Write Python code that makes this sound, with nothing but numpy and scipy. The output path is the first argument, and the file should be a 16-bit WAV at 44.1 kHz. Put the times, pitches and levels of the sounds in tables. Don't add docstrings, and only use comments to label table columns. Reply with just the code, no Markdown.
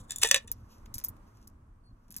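import sys
import numpy as np
from scipy import signal
from scipy.fft import rfft, irfft, next_fast_len
from scipy.io import wavfile
from scipy.ndimage import map_coordinates

SR = 44100
rng = np.random.default_rng(int(sys.argv[2]) if len(sys.argv) > 2 else 0)


def materialize(psi):
    bounded = np.clip(np.atleast_2d(psi).T, -1, 1)
    quanta = np.round(bounded * 32767).astype(np.int16)
    wavfile.write(sys.argv[1], SR, quanta)


def gain_from_db(level_db):
    decades = np.asarray(level_db, float) / 20
    return 10 ** decades


N = 97020

# mode_hz, relative_level_db, nominal_t60_s
GRID_MODES = [(1758, -6, 0.085), (1887, -5, 0.075), (2445, -12, .08), (2600, -3, 0.065), (2945, -6, 0.07),
              (3420, -10, 0.075), (3797, -4, 0.055), (5740, -7, .04), (5960, 0, 0.035), (6090, 0, .04),
              (6743, -9, 0.05)]
# mode_hz, relative_level_db, nominal_t60_s
DISC_MODES = [(1690, -17, .05), (3545, -6, .05), (7140, -4, .035), (7330, -13, .03), (8200, -5, .012),
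              (9600, -9, .012), (10400, -10, .015)]
CONTACT_LOW_HZ = 912


def unit(x):
    return x / np.sqrt(np.mean(x ** 2) + 1e-20)


def along(points, hz):
    f, v = np.transpose(points)
    return np.interp(np.log(hz + 1), np.log(f + 1), v)


def level(rows):
    s, db = np.transpose(rows)
    return gain_from_db(np.interp(np.arange(N) / SR, s, db, left=-150, right=-150))


def wobble(rate):
    knots = rng.standard_normal(int(N * rate / SR) + 4)
    return map_coordinates(knots, [np.arange(N) * rate / SR])


def filtered(x, response):
    n = x.shape[-1]
    m = next_fast_len(n + 8192)
    return irfft(rfft(x, m) * response(np.fft.rfftfreq(m, 1 / SR)), m)[..., :n]


def highpass(x, corner_hz):
    return filtered(x, lambda hz: (1j * hz / (corner_hz + 1j * hz)) ** 2)


def noise(colour, size):
    white = rng.standard_normal(size)
    return unit(filtered(white, lambda hz: gain_from_db(along(colour, hz))))


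def dying(t, t60, rise=.00013):
    return gain_from_db(-60 * t / max(t60, .001)) * (1 - np.exp(-t / rise))


def tone(hz, t, t60):
    wander = .024 * np.cumsum(rng.standard_normal(len(t)))
    fade = dying(t, t60 * .3) + gain_from_db(-8) * dying(t, t60)
    scatter = gain_from_db(1.5 * rng.standard_normal())
    return scatter * fade * np.sin(2 * np.pi * (hz * t + rng.random()) + wander)


def burst(envelope, colour, tilt_db):
    raw = np.pad(envelope * rng.standard_normal(len(envelope)), (16, 0))
    x = filtered(raw, lambda hz: gain_from_db(along(colour, hz) - tilt_db * np.log2(hz + 300)))
    return (x * np.linalg.norm(envelope) / np.linalg.norm(x))[16:]


def add_at(out, start_s, sound):
    out[round(start_s * SR):][:len(sound)] += sound


def rumble():
    # time_s, level_db
    rumble_level = [(0.0, -47), (0.1, -55.5), (0.43, -54.5), (0.45, -47.5), (0.48, -51.5), (0.59, -51.5),
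                    (0.72, -55.5), (0.94, -52.5), (0.96, -41), (1.01, -57.5), (1.07, -53), (1.11, -49),
                    (1.35, -57.5), (1.55, -53), (1.89, -59), (1.93, -50), (1.97, -62), (2.2, -57)]
    # frequency_hz, relative_density_db (per Hz)
    rumble_colour = [(11, -32.5), (18, -1), (97, -10), (114, -5.5), (125, -19.5), (227, -20), (253, -21),
                     (350, -29.5), (460, -58.5), (770, -120)]
    envelope = level(rumble_level)
    mid = envelope * gain_from_db(1.5 * wobble(12)) * noise(rumble_colour, N)
    side = gain_from_db(-28) * envelope * noise(rumble_colour, N)
    return np.array([mid + side, mid - side])


def room_tone():
    # frequency_hz, relative_level_db
    air_colour = [(120, -120), (200, 3.5), (330, -8.5), (600, -11), (800, -12), (1100, -6.5), (1700, -19.5),
                  (2500, -28), (4000, -36), (9000, -34), (14000, -42), (16000, -43.5), (17000, -120)]
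    # frequency_hz, left_right_likeness (0 to 1)
    air_alike = [(200, .9), (330, .6), (650, 0)]
    # time_s, level_db
    air_level = [(0, -62), (.15, -62), (.5, -64.5), (1.1, -63), (1.5, -67.5), (2.2, -67)]

    def mid_side(hz):
        angle = np.arccos(np.clip(along(air_alike, hz), 0, 1)) / 2
        return np.array([np.cos(angle), np.sin(angle)])

    shared = filtered(noise(air_colour, (2, N)), mid_side)
    mid, side = shared * level(air_level) * gain_from_db(1.4 * wobble(3.2))
    return np.array([mid + side, mid - side])


def low_note(hz, t60):
    t = np.arange(SR // 5) / SR
    rise_s = .0011
    return gain_from_db(-60 * t / t60) * (1 - np.exp(-t / rise_s)) * np.sin(2 * np.pi * hz * t)


def knocks():
    # start_s, level_db, pitch_hz, t60_s
    knock_events = [(0, -60, 511, 0.17), (0.443, -53.5, 450, 0.072), (0.501, -57, 468, 0.069),
                    (1.045, -51, 564, 0.033), (0.2326, -35.5, 440.3, 0.077), (0.2463, -27.5, 449.5, 0.06),
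                    (0.3129, -29, 555, 0.055), (0.3443, -27.5, 544.4, 0.038), (.36, -33, 532, 0.06)]
    out = np.zeros(N + SR)
    for start_s, db, hz, t60 in knock_events:
        note = low_note(hz, t60) + gain_from_db(-4) * low_note(2.02 * hz, t60)
        add_at(out, start_s, gain_from_db(db) * note)
    return out[:N]


def slide():
    # time_s, level_db (before the overall gain)
    slide_levels = [
        [(0, -45.5), (.03, -68), (.045, -58.5), (.07, -77), (.095, -52), (.13, -51), (.15, -62), (.2, -55.5),
         (.215, -49)],
        [(.216, -49.5), (.233, -29.5), (.242, -36), (.252, -28), (.3, -42), (.34, -46), (.38, -47),
         (.39, -61.5), (.45, -64.5)],
    ]
    width = .09

    def body(f, modes):
        response = 0
        for k, (centre, db, _) in enumerate(modes):
            band = 1j * f * centre * width
            response = response + (-1) ** k * gain_from_db(db) * band / (centre ** 2 - f ** 2 + band)
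        return response

    out = 0
    for rows, modes in zip(slide_levels, (DISC_MODES, sorted(DISC_MODES + GRID_MODES))):
        rub = rng.standard_normal(N) * gain_from_db(2.5 * wobble(460))
        out = out + level(rows) * unit(filtered(rub, lambda f: body(f, modes)))
    return gain_from_db(-5.5) * out


def clacks():
    # start_s, relative_level_db, weight_db_per_octave (towards the bass),
    # ring_share (of the modes' t60), grid_level_db (over the disc's)
    clack_events = [(0.0975, -38, 3.5, 2.7, -12.5), (.107, -21, -2, 2.5, -18),
                    (.119, -24, -3.5, 1.7, -13.5), (0.1599, -25.5, -9.5, 1.65, -16.5),
                    (0.1841, -27, -11, 1.04, -20.5), (0.195, -46.5, -6.5, 4.5, -8.5),
                    (0.2162, -20, -3.5, 0.22, -10), (0.2204, -20.5, 1.5, 2.4, -8.5),
                    (0.224, -25.5, 3.5, 1.7, -2), (0.2282, -23.5, 0.5, 2.8, 2),
                    (0.2303, -15.5, 0.5, 1.37, 0), (0.2332, -1, 1.5, 0.29, -12), (0.245, -14.5, 7, 2, -6),
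                    (0.2479, -16, 3.5, 3.1, -7), (0.2534, -18.5, 4, 0.7, -9),
                    (0.2602, -23.5, -1.5, 1.7, -5.5), (0.2726, -23.5, -6.5, 2.1, -5),
                    (0.288, -23, -1.5, 4.3, -10), (0.3122, -3, -0.5, 1.15, -2.5), (.344, -5, 2.5, 1.06, -1),
                    (0.3596, -15.5, 4.5, 0.38, -0.5), (0.3607, -19.5, 2, 0.68, 0),
                    (0.3645, -22.5, 1, 1.8, 3), (0.373, -27, -1, 0.51, -0.5), (0.378, -31.5, 2, 0.72, 6.5),
                    (0.3821, -36, 2, 0.33, 2), (0.4754, -48, -15.5, 0.82, -15),
                    (0.4778, -36.5, -0.5, 2.5, -7.5)]
    # frequency_hz, relative_level_db
    crack_colour = [(250, -120), (500, -8.5), (1400, -16.5), (2200, -13), (3300, -7.5), (6000, -5.5),
                    (6400, -12.5), (7200, -6), (8500, -1), (10000, -11), (11500, -13), (14500, -17.5),
                    (16000, -19.5), (17000, -120)]
    ring_db, crack_db, buzz_db = -11.5, 1, -27.5
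    crack_t60, crack_rise_s, buzz_t60 = .011, .0012, .088
    rest_s, rest_t60, rest_db = .386, .029, -22

    out, t = np.zeros(N + SR), np.arange(SR // 5) / SR
    for start_s, db, weight, share, grid_db in clack_events:
        modes = DISC_MODES + [(hz, mode_db + grid_db, t60) for hz, mode_db, t60 in GRID_MODES]
        ring = 0
        for hz, mode_db, t60 in modes:
            tilt_db = weight * np.log2(4000 / (hz + 300))
            ring = ring + gain_from_db(mode_db + tilt_db) * tone(hz, t, t60 * share)
        crack = burst(dying(t, crack_t60, crack_rise_s), crack_colour, weight)
        buzz = burst(dying(t, buzz_t60 * share), crack_colour, weight + 4)
        contact = gain_from_db(ring_db) * ring + gain_from_db(crack_db) * crack + gain_from_db(buzz_db) * buzz
        since_rest = np.clip(start_s + t - rest_s, 0, None)
        stilled_db = np.maximum(-60 * since_rest / rest_t60, rest_db) * (start_s < rest_s)
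        add_at(out, start_s, gain_from_db(db + stilled_db) * contact)
    return highpass(out[:N], CONTACT_LOW_HZ)


def bumps():
    # start_s, level_db, pitch_hz, t60_s
    bump_events = [(.44, -56, 69, 0.08), (0.961, -36, 72.6, 0.1), (1.1, -43, 100.3, 0.11),
                   (2.099, -42, 179, 0.0358), (2.166, -39, 164, 0.019)]
    out = np.zeros(N + SR)
    for start_s, db, hz, t60 in bump_events:
        add_at(out, start_s, gain_from_db(db) * low_note(hz, t60))
    return out[:N]


def ticks():
    # start_s, relative_level_db, ping_db (relative), fizz_t60_s,
    # weight_db_per_octave (of snap and fizz, towards the bass)
    tick_events = [(0.516, -25, 8, 0.042, 3), (0.5228, -26, -22, 0.018, 3.5), (0.7744, -59, -20, 0.025, 8),
                   (0.7829, -49, -21.5, 0.028, 3.5), (0.858, -41.5, -25, 0.017, 5.5),
                   (.861, -39, -16, 0.029, 15), (0.9411, -25, -18, 0.027, 4),
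                   (0.9433, -19.5, -13, 0.0088, -15), (0.945, -24, -13.5, 0.011, 0.5),
                   (0.9481, -24.5, -24, 0.027, 0.5), (0.9523, -33, -8, 0.016, 4),
                   (0.955, -28, -8, 0.076, 2), (.973, -38, -24, 0.1, 8), (0.982, -23, -7, 0.0082, 1),
                   (.988, -23.5, -20, .015, 1), (0.993, -35, -8, 0.014, 10), (1.0002, -35, -9, 0.063, 4),
                   (1.014, -39.5, -29, 0.086, 9), (1.0402, -29, -5, 0.018, 6),
                   (1.0395, -26, -3, 0.0094, -7), (1.0429, -28, 8, .02, 3),
                   (1.046, -23.5, -4.5, 0.023, -15), (1.0476, -21.5, 2, 0.026, 0.5),
                   (1.0518, -23, -13, 0.04, -10), (1.061, -42, -10, 0.044, 10),
                   (1.0637, -32, -18, 0.056, -7), (1.069, -38.5, -15, 0.047, 8),
                   (1.085, -29, 2, 0.05, -12.5), (1.0895, -36.5, 7.5, 0.03, 3),
                   (1.1671, -49, -16, 0.017, 8), (1.416, -55, -19, 0.032, 3), (1.3719, -50, -24, 0.036, 9),
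                   (1.4276, -49.5, -26, 0.055, 6), (1.4738, -35, -18, 0.015, -5.5),
                   (1.4766, -35.5, -8, .025, -4), (1.5, -54, -12, 0.017, -7),
                   (2.082, -50.5, -20, 0.056, 10), (2.1063, -32.5, -16, .02, -3),
                   (2.1123, -38.5, -12, 0.096, 5.5), (2.1155, -37, -18, .015, -17),
                   (2.124, -28.5, -32, 0.023, -12.5), (2.1424, -31, -21, 0.03, 6.5),
                   (2.1473, -38, -23, 0.024, 8), (2.151, -44, -22, 0.022, 7), (2.155, -39, -22, 0.019, 12),
                   (2.1647, -27, 1, 0.052, 6.5), (2.166, -25.5, -7, .04, -5), (2.1715, -41, 6, 0.027, 5),
                   (2.178, -34, -16, 0.024, -1), (2.1838, -30, -8, 0.03, 3.5), (2.199, -44, -15, .03, 8)]
    # frequency_hz, relative_level_db
    tick_colour = [(700, -120), (1500, -18), (3500, -14.5), (5500, -0.5), (8500, -2.5), (11500, 1.5),
                   (14000, -15), (15500, -18), (17000, -120)]
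    # mode_hz, relative_level_db
    ping_modes = [(13350, 4), (13700, 1), (13900, -16), (14300, -19)]
    snap_db, fizz_db, all_pings_db = 1, -19, -5.5
    snap_t60, ping_t60 = .002, .022

    out, t = np.zeros(N + SR), np.arange(SR // 10) / SR
    for start_s, db, ping_db, fizz_t60, weight in tick_events:
        snap = burst(gain_from_db(-60 * t / snap_t60) * (t > .0002), tick_colour, weight)
        fizz = burst(dying(t, fizz_t60), tick_colour, weight)
        ping = sum(gain_from_db(ping_db + mode_db) * tone(hz, t, ping_t60) for hz, mode_db in ping_modes)
        contact = gain_from_db(snap_db) * snap + gain_from_db(fizz_db) * fizz + gain_from_db(all_pings_db) * ping
        add_at(out, start_s, gain_from_db(db) * contact)
    return highpass(out[:N], CONTACT_LOW_HZ)


def rustle():
    # time_s, level_db (before the overall gain)
    rustle_level = [(0.53, -83.5), (0.756, -72.5), (0.892, -94), (1.058, -99.5), (1.294, -81.5),
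                    (1.422, -76), (1.64, -114), (1.91, -96), (2.1, -85.5)]
    # frequency_hz, relative_level_db
    rustle_colour = [(1500, -120), (2500, 1.5), (3500, -5), (6000, 4), (9000, -16.5), (12000, -1),
                     (14500, -9.5), (16500, -120)]
    return gain_from_db(1.5 + 3.55 * wobble(61.5)) * level(rustle_level) * noise(rustle_colour, N)


def squeak():
    start_s, length_s, pitch_hz, sag_hz = 1.835, .085, 4480, 190
    progress = ((np.arange(N) / SR - start_s) / length_s).clip(0, 1)
    phase = 2 * np.pi * np.cumsum(pitch_hz - sag_hz * progress + 40 * wobble(220)) / SR
    swell = gain_from_db(-72.5 + 3.4 * wobble(120)) * np.sin(np.pi * progress) ** .5
    return swell * (np.sin(phase) + np.sin(2 * phase) * (progress < .4))


def room(x):
    # frequency_hz, t60_s
    room_t60 = [(400, 0.19), (3000, 0.13), (12000, 0.04)]
    hz, t, z = signal.stft(rng.standard_normal((2, SR // 2)), SR, nperseg=256)
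    decay = gain_from_db(-60 * t / along(room_t60, hz)[:, None])
    tail = signal.istft(z * decay, SR, nperseg=256)[1]
    tail = tail / np.linalg.norm(tail[0])
    delayed = np.pad(highpass(x, 130), (300, 0))
    return signal.fftconvolve(delayed[None], tail, axes=1)[:, :N]


def scene():
    discs = knocks() + slide() + clacks() + bumps() + ticks() + squeak()
    return discs + gain_from_db(-16.5) * room(discs) + rumble() + room_tone() + rustle()


def roll_off(x):
    return signal.sosfilt(signal.butter(12, 16980, fs=SR, output="sos"), x)


def record(dry):
    # frequency_hz, left_lead_rad
    channel_lead = [(0, 0), (1640, 0.2), (3100, 1.8), (3450, 1.3), (5340, 3.7), (6370, 6.0), (7490, 6.5),
                    (7750, 7.7), (9560, 10.0), (10700, 12.3), (11700, 13.1), (12700, 15.0), (14800, 18.5),
                    (16500, 19.1)]
    # frequency_hz, left_over_right_db
    channel_balance = [(100, 0), (200, -1.5), (1200, -1.5), (3000, 0), (10000, .5)]
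    f, lead = np.transpose(channel_lead)

    def channels(hz):
        half = np.exp(.5j * np.interp(hz, f, lead)) * gain_from_db(along(channel_balance, hz) / 2)
        return np.array([half, 1 / half]) / (1 + (hz / 16200) ** 60)

    mix = filtered(dry, channels)
    return roll_off(mix)


dry = scene()
out = record(dry)
materialize(out)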